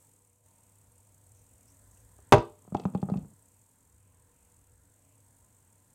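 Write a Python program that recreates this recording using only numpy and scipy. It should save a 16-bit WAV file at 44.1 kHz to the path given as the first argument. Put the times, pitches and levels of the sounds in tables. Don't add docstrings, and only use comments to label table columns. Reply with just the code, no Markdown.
import sys
import numpy as np
from scipy import signal
from scipy.fft import rfft, irfft
from scipy.io import wavfile

SR = 44100
rng = np.random.default_rng(int(sys.argv[2]) if len(sys.argv) > 2 else 0)


def pcm_store(signal):
    levels = np.round(np.clip(np.atleast_2d(signal), -1, 1) * 32767)
    wavfile.write(sys.argv[1], SR, levels.astype(np.int16).T)


N = 261954

# (f/Hz, level/dB, t60/s)
EDGE_MODES = [(1890, -3.5, 0.008), (2270, -6.5, 0.0052), (2619, -1.5, 0.013), (3450, -3.5, 0.0055),
              (4550, -3.5, 0.0033), (4930, -11.5, 0.0018), (6470, -1, 0.0015), (7496, -8, 0.0019),
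              (9087, -16, .005), (11200, -15, 0.0014)]


def from_db(db):
    return 10 ** (np.asarray(db) / 20)


def rms_one(x):
    return x / np.sqrt(np.mean(x ** 2) + 1e-20)


def in_time(rows):
    s, *columns = np.transpose(rows)
    return [np.interp(np.arange(N) / SR, s, column) for column in columns]


def at_hz(points, hz):
    table_hz, values = np.array(points).T
    return np.interp(np.log(hz), np.log(table_hz), values)


def drift(rate_hz):
    step = 40
    r = np.exp(-2 * np.pi * step * rate_hz / SR)
    settle = 2000
    noise = rng.standard_normal(N // step + settle + 2)
    slow = signal.lfilter([1], [1, -2 * r, r * r], noise)[settle:]
    return np.interp(np.arange(N) / step, np.arange(len(slow)), rms_one(slow))


def band(x, low_hz, high_hz):
    return signal.sosfilt(signal.butter(2, [low_hz, high_hz], "band", fs=SR, output="sos"), x)


def noise_band(low_hz, high_hz):
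    return rms_one(band(rng.standard_normal(N), low_hz, high_hz))


def coloured(spectrum):
    hz = np.maximum(np.fft.rfftfreq(N, 1 / SR), 1)
    inside = (hz >= spectrum[0][0]) & (hz <= spectrum[-1][0])
    shaped = rfft(rng.standard_normal(N)) * from_db(at_hz(spectrum, hz)) * inside
    return rms_one(irfft(shaped, N))


def soft(seconds):
    push = np.hanning(round(seconds * SR) + 2)
    return lambda clicks: signal.fftconvolve(clicks, push / push.sum())[:N]


def scuff(seconds):
    fall = from_db(-20 * np.arange(SR // 20) / SR / seconds)
    fall = fall / np.sqrt(np.sum(fall ** 2))
    return lambda clicks: signal.fftconvolve(clicks, fall)[:N] * rng.standard_normal(N)


def struck(table, column, modes, spread_db, touch):
    rows = np.array(table)
    at = np.round(rows[:, 0] * SR).astype(int)
    out = np.zeros(N)
    chance = rng.standard_normal((len(at), len(modes)))
    shared = np.sqrt(np.sum(from_db(np.array(modes)[:, 1]) ** 2))
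    for k, (hz, mode_db, t60) in enumerate(modes):
        clicks = np.full(N, 1e-18)
        clicks[at] = -from_db(rows[:, column] + mode_db + spread_db * chance[:, k]) / shared
        r = from_db(-60 / (t60 * SR))
        w = 2 * np.pi * hz / SR
        out += signal.lfilter([0, np.sin(w)], [1, -2 * r * np.cos(w), r * r], touch(clicks))
    return out


def air(air_db):
    # (f/Hz, relative level per Hz/dB)
    air_spectrum = [(69, -35.5), (118, -3), (124, -0.5), (277, -5.5), (364, -12), (479, -8.5), (805, -13.5),
                    (923, -15.5), (1800, -19.5), (4500, -28), (5850, -61), (9900, -120)]
    # (f/Hz, width/Hz, level against the dull noise/dB)
    air_tones = [(276, 11, -12), (487.6, 15, -13), (913, 50, -11), (1016.3, 44, -14)]
    patchy_db = 2
    patches, tones = np.zeros(N), np.zeros(N)
    for hz, width, db in air_tones:
        tones += from_db(db + 2.2 * drift(1.5)) * noise_band(hz - width / 2, hz + width / 2)
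    dull = coloured(air_spectrum)
    for low in (500, 800, 1280, 2050):
        change = from_db(patchy_db * drift(2.5)) - 1
        patches += change * band(dull, low, 1.6 * low)
    return from_db(air_db + 0.4 * drift(1.5)) * (dull + patches + tones)


def hum():
    # (t/s, rms level/dB)
    hum_levels = [(0, -68), (.7, -71), (1.0, -60.5), (1.55, -68), (2.1, -62.5), (3.55, -69.5), (4.2, -67.5),
                  (4.65, -71), (5.4, -66.5), (5.94, -71.5)]
    hum_hz, waver_db = 99.4, 2.5
    hum_db, = in_time(hum_levels)
    level = np.sqrt(2) * from_db(hum_db + waver_db * drift(2.04))
    phase = 2 * np.pi * hum_hz * np.arange(N) / SR + 1.1 * drift(6.8)
    return level * np.sin(phase)


def rumble():
    # (peak t/s, width between 1/e points/s, peak level before the lumps/dB)
    swell_rows = [(.62, 0.19, -74), (0.882, 0.16, -75), (1.408, .45, -69), (1.76, 0.13, -84),
                  (2.117, 0.92, -64.5), (3.176, 0.2, -52), (4.243, 0.54, -64.5), (4.764, 0.33, -67.5),
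                  (5.403, 0.47, -75.5)]
    floor_db = -79
    t = np.arange(N) / SR
    swell = sum(from_db(db) * np.exp(-(2 * (t - s) / length) ** 2) for s, length, db in swell_rows)
    lumpy = swell * from_db(2 * drift(4)) * noise_band(50, 85)
    return lumpy + from_db(floor_db) * noise_band(30, 77)


def hiss(hiss_db):
    # (f/Hz, relative level per Hz/dB)
    hiss_spectrum = [(2060, -39.5), (3500, -29), (4160, -22), (5700, -14), (6560, -7.5), (8530, 0),
                     (9820, -10.5), (11200, -7), (12800, -11.5), (14200, -11), (16200, -19)]
    bursts_per_s, rate_wander, jitter_cycles = 41, .15, 0.21
    burst_s, burst_db, spread_db = .008, 5, 1.5
    per_s = bursts_per_s * (1 + rate_wander * drift(2.6))
    cycle = np.floor(np.cumsum(per_s) / SR + jitter_cycles * drift(5)).astype(int)
    starts = np.diff(cycle, prepend=0) > 0
    height = starts * from_db(burst_db + spread_db * rng.standard_normal(N))
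    gate = signal.fftconvolve(height, signal.windows.tukey(round(burst_s * SR), .3))[:N]
    focused = band(gate * coloured(hiss_spectrum), 6500, 9300)
    wide = from_db(-4.0) * gate * coloured(hiss_spectrum)
    return from_db(hiss_db) * (coloured(hiss_spectrum) + focused + wide)


def swishes():
    # (t/s, length/s, f/Hz, level at the height of the puff/dB)
    swish_rows = [(1.345, .11, 6200, -74), (1.672, .05, 5600, -71.5), (1.7, .08, 6400, -73),
                  (1.686, .014, 2600, -77), (1.9, .16, 6300, -75), (1.968, .018, 2800, -75)]
    out = np.zeros(N)
    for s, length, hz, level_db in swish_rows:
        noise = rms_one(band(rng.standard_normal(SR // 4), hz * .93, hz * 1.09))
        puff = noise[:round(length * SR)]
        along = np.linspace(0, 1, len(puff))
        swell = np.sin(np.pi * np.sqrt(along))
        out[round(s * SR):][:len(puff)] += from_db(level_db) * puff * swell
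    return out


def contacts():
    # (t/s, thud level/dB, knock level/dB, edge tick level/dB)
    contact_rows = [(2.188, -83.5, -48, -64), (2.65, -58, -52.5, -80), (2.677, -41, -47, -80),
                    (2.722, -22.5, -37.5, -69), (2.746, -14, -32.5, -31), (2.749, -14.5, -17, -41.5),
                    (2.768, -46, -56, -36.5), (2.798, -60, -31.5, -40), (2.818, -48, -55, -54),
                    (2.836, -34, -55, -45), (2.853, -14, -20, -40), (2.937, -34, -47, -57),
                    (2.949, -15, -21, -40.5), (2.976, -34, -61, -51.5), (3.017, -64, -62, -45),
                    (3.028, -12, -27.5, -49.5), (3.087, -28, -34, -59), (3.099, -33, -26.5, -43.5),
                    (3.117, -18, -41, -55.5), (3.139, -48, -34, -49), (3.156, -16.5, -39.5, -57),
                    (3.172, -46, -44, -41.5), (3.207, -43, -64, -65), (3.247, -42, -48, -72)]
    # (f/Hz, level/dB, t60/s)
    thud_modes = [(109, -9, 0.055), (153.7, -11.5, 0.18), (187.2, 1, 0.083), (194, 1.5, 0.0048),
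                  (242.1, -21, 0.11)]
    # (f/Hz, level/dB, t60/s)
    knock_modes = [(353, -3.5, 0.019), (444.5, -1, .02), (520, -2.5, .022), (630, -2.5, .018),
                   (730, -1, 0.03), (810, -6, 0.042), (954.5, -4.5, .014), (1218, -7, 0.031),
                   (1510, -22, 0.015)]
    tap, drag = soft(0.00034), scuff(0.0053)

    def tap_and_drag(clicks):
        return from_db(-3) * tap(clicks) + from_db(-3.5) * drag(clicks)

    thud = struck(contact_rows, 1, thud_modes, spread_db=3.5, touch=soft(0.00275))
    knock = struck(contact_rows, 2, knock_modes, spread_db=3.5, touch=tap_and_drag)
    tick = struck(contact_rows, 3, EDGE_MODES, spread_db=4.0, touch=scuff(0.0083))
    thud = band(band(thud, 80, 900), 110, 1500)
    knock = band(band(knock, 280, 1600), 200, 2200)
    return thud + knock + band(tick, 2300, 7800)


def crack():
    # (t/s, starting level before the band-pass/dB, t60/s)
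    crack_row = (2.3229, -8.5, 0.001625)
    s, start_db, t60 = crack_row
    t = np.arange(N) / SR - s
    fall = (t > 0) * from_db(start_db - 60 * np.maximum(t, 0) / t60)
    return band(rng.standard_normal(N) * fall, 700, 12000)


def case_landing():
    # (t/s, boom level/dB, body level/dB, edge tick level/dB)
    blows = [(2.3226, -14.5, -4.5, -6.5), (2.3268, -12.5, -1.5, -13), (2.3345, -12, -4.5, -19),
             (2.343, -16.5, -14, -21), (2.381, -19, -31, -31)]
    # (f/Hz, level/dB, t60/s)
    boom_modes = [(60.04, -7.5, 0.097), (114, -3, 0.17), (145, 2.5, 0.083), (222, -3.5, 0.0608)]
    # (f/Hz, level/dB, t60/s)
    body_modes = [(342, -4.5, 0.18), (407, -2.5, 0.13), (434, -21, 0.39), (468, -8, 0.19),
                  (616, 4.5, 0.086), (600, -18, 0.37), (690, -3, 0.064), (800.4, -1, 0.066),
                  (865, 9, 0.041), (966, -3, 0.18), (1041.4, -8.5, .05), (1138, -5.5, .05),
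                  (1230, -7, 0.034), (1385, -11.5, 0.014), (1529.5, -9, 0.043), (1963, -9.5, 0.046)]
    boom = struck(blows, 1, boom_modes, spread_db=-2.0, touch=soft(0.0048))
    body = struck(blows, 2, body_modes, spread_db=4.0, touch=soft(.0003))
    tick = struck(blows, 3, EDGE_MODES, spread_db=-1.0, touch=scuff(.012))
    return band(boom, 43, 875) + band(body, 260, 2000) + band(tick, 1000, 15000) + crack()


def room(x):
    # (f/Hz, t60/s)
    room_decay = [(100, 0.2), (260, 0.31), (600, 0.26), (1100, 0.28), (2000, 0.21), (4000, 0.29),
                  (7000, .16), (12800, .08)]
    rise_s = 0.00081
    t = np.arange(SR // 2) / SR
    edges = 90 * 2 ** np.arange(0, 7.6, .5)
    tail = np.zeros(len(t))
    for low, high in zip(edges, edges[1:]):
        t60 = at_hz(room_decay, np.sqrt(low * high))
        tail += band(rng.standard_normal(len(t)), low, high) * from_db(-60 * t / t60)
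    tail *= 1 - np.exp(-t / rise_s)
    return signal.fftconvolve(x, tail / np.sqrt(np.sum(tail ** 2)))[:N]


def rustle():
    start_s, full_s, lift_s, end_s = 2.64, 2.75, 3.202, 3.393
    low_db, mid_db = -52.5, -66.5
    press_db, edge_db = 11, -21.5
    shape_db, push_db = in_time([(start_s - .02, -80, 0), (start_s, edge_db, 0), (full_s, 0, 0),
                                 (lift_s, 0, press_db), (end_s, edge_db, 0), (end_s + .03, -80, 0)])
    lumps_db = 2.5 * drift(30)
    low = from_db(low_db + shape_db + push_db + lumps_db) * noise_band(110, 210)
    mid_noise = rms_one(band(band(rng.standard_normal(N), 250, 900), 200, 1100))
    mid = from_db(mid_db + shape_db + 0.28 * push_db + lumps_db) * mid_noise
    return low + mid


def scene():
    # (t/s, air level/dB, steady hiss level/dB)
    background_levels = [(0, -71.5, -67), (.5, -71, -70), (1.1, -71.5, -70.5), (2.03, -69.5, -67.5),
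                         (2.3, -68.5, -71), (3.5, -72.5, -70), (4.1, -73, -73.5), (4.5, -71.5, -71),
                         (4.75, -73, -73), (5.05, -71, -71), (5.94, -71.5, -71.5)]
    air_db, hiss_db = in_time(background_levels)
    dip_at_s, recover_s = 0.425, 0.036
    dip_db, = in_time([(0, 0), (dip_at_s, -6.5), (dip_at_s + recover_s, 0)])
    landing, fumbling = case_landing(), contacts()
    reflections = room(from_db(-15.5) * landing + from_db(-14.5) * fumbling)
    quiet = from_db(dip_db) * (air(air_db) + hum() + rumble() + hiss(hiss_db))
    return (landing + fumbling + reflections + rustle() + swishes() + quiet)[None]


def record(dry):
    ceiling, cutoff_hz = .74, 16150
    flat = dry / (1 + np.abs(dry / ceiling) ** 4) ** .25
    return signal.sosfilt(signal.ellip(12, .3, 70, cutoff_hz, fs=SR, output="sos"), flat)


dry = scene()
out = record(dry)
pcm_store(out)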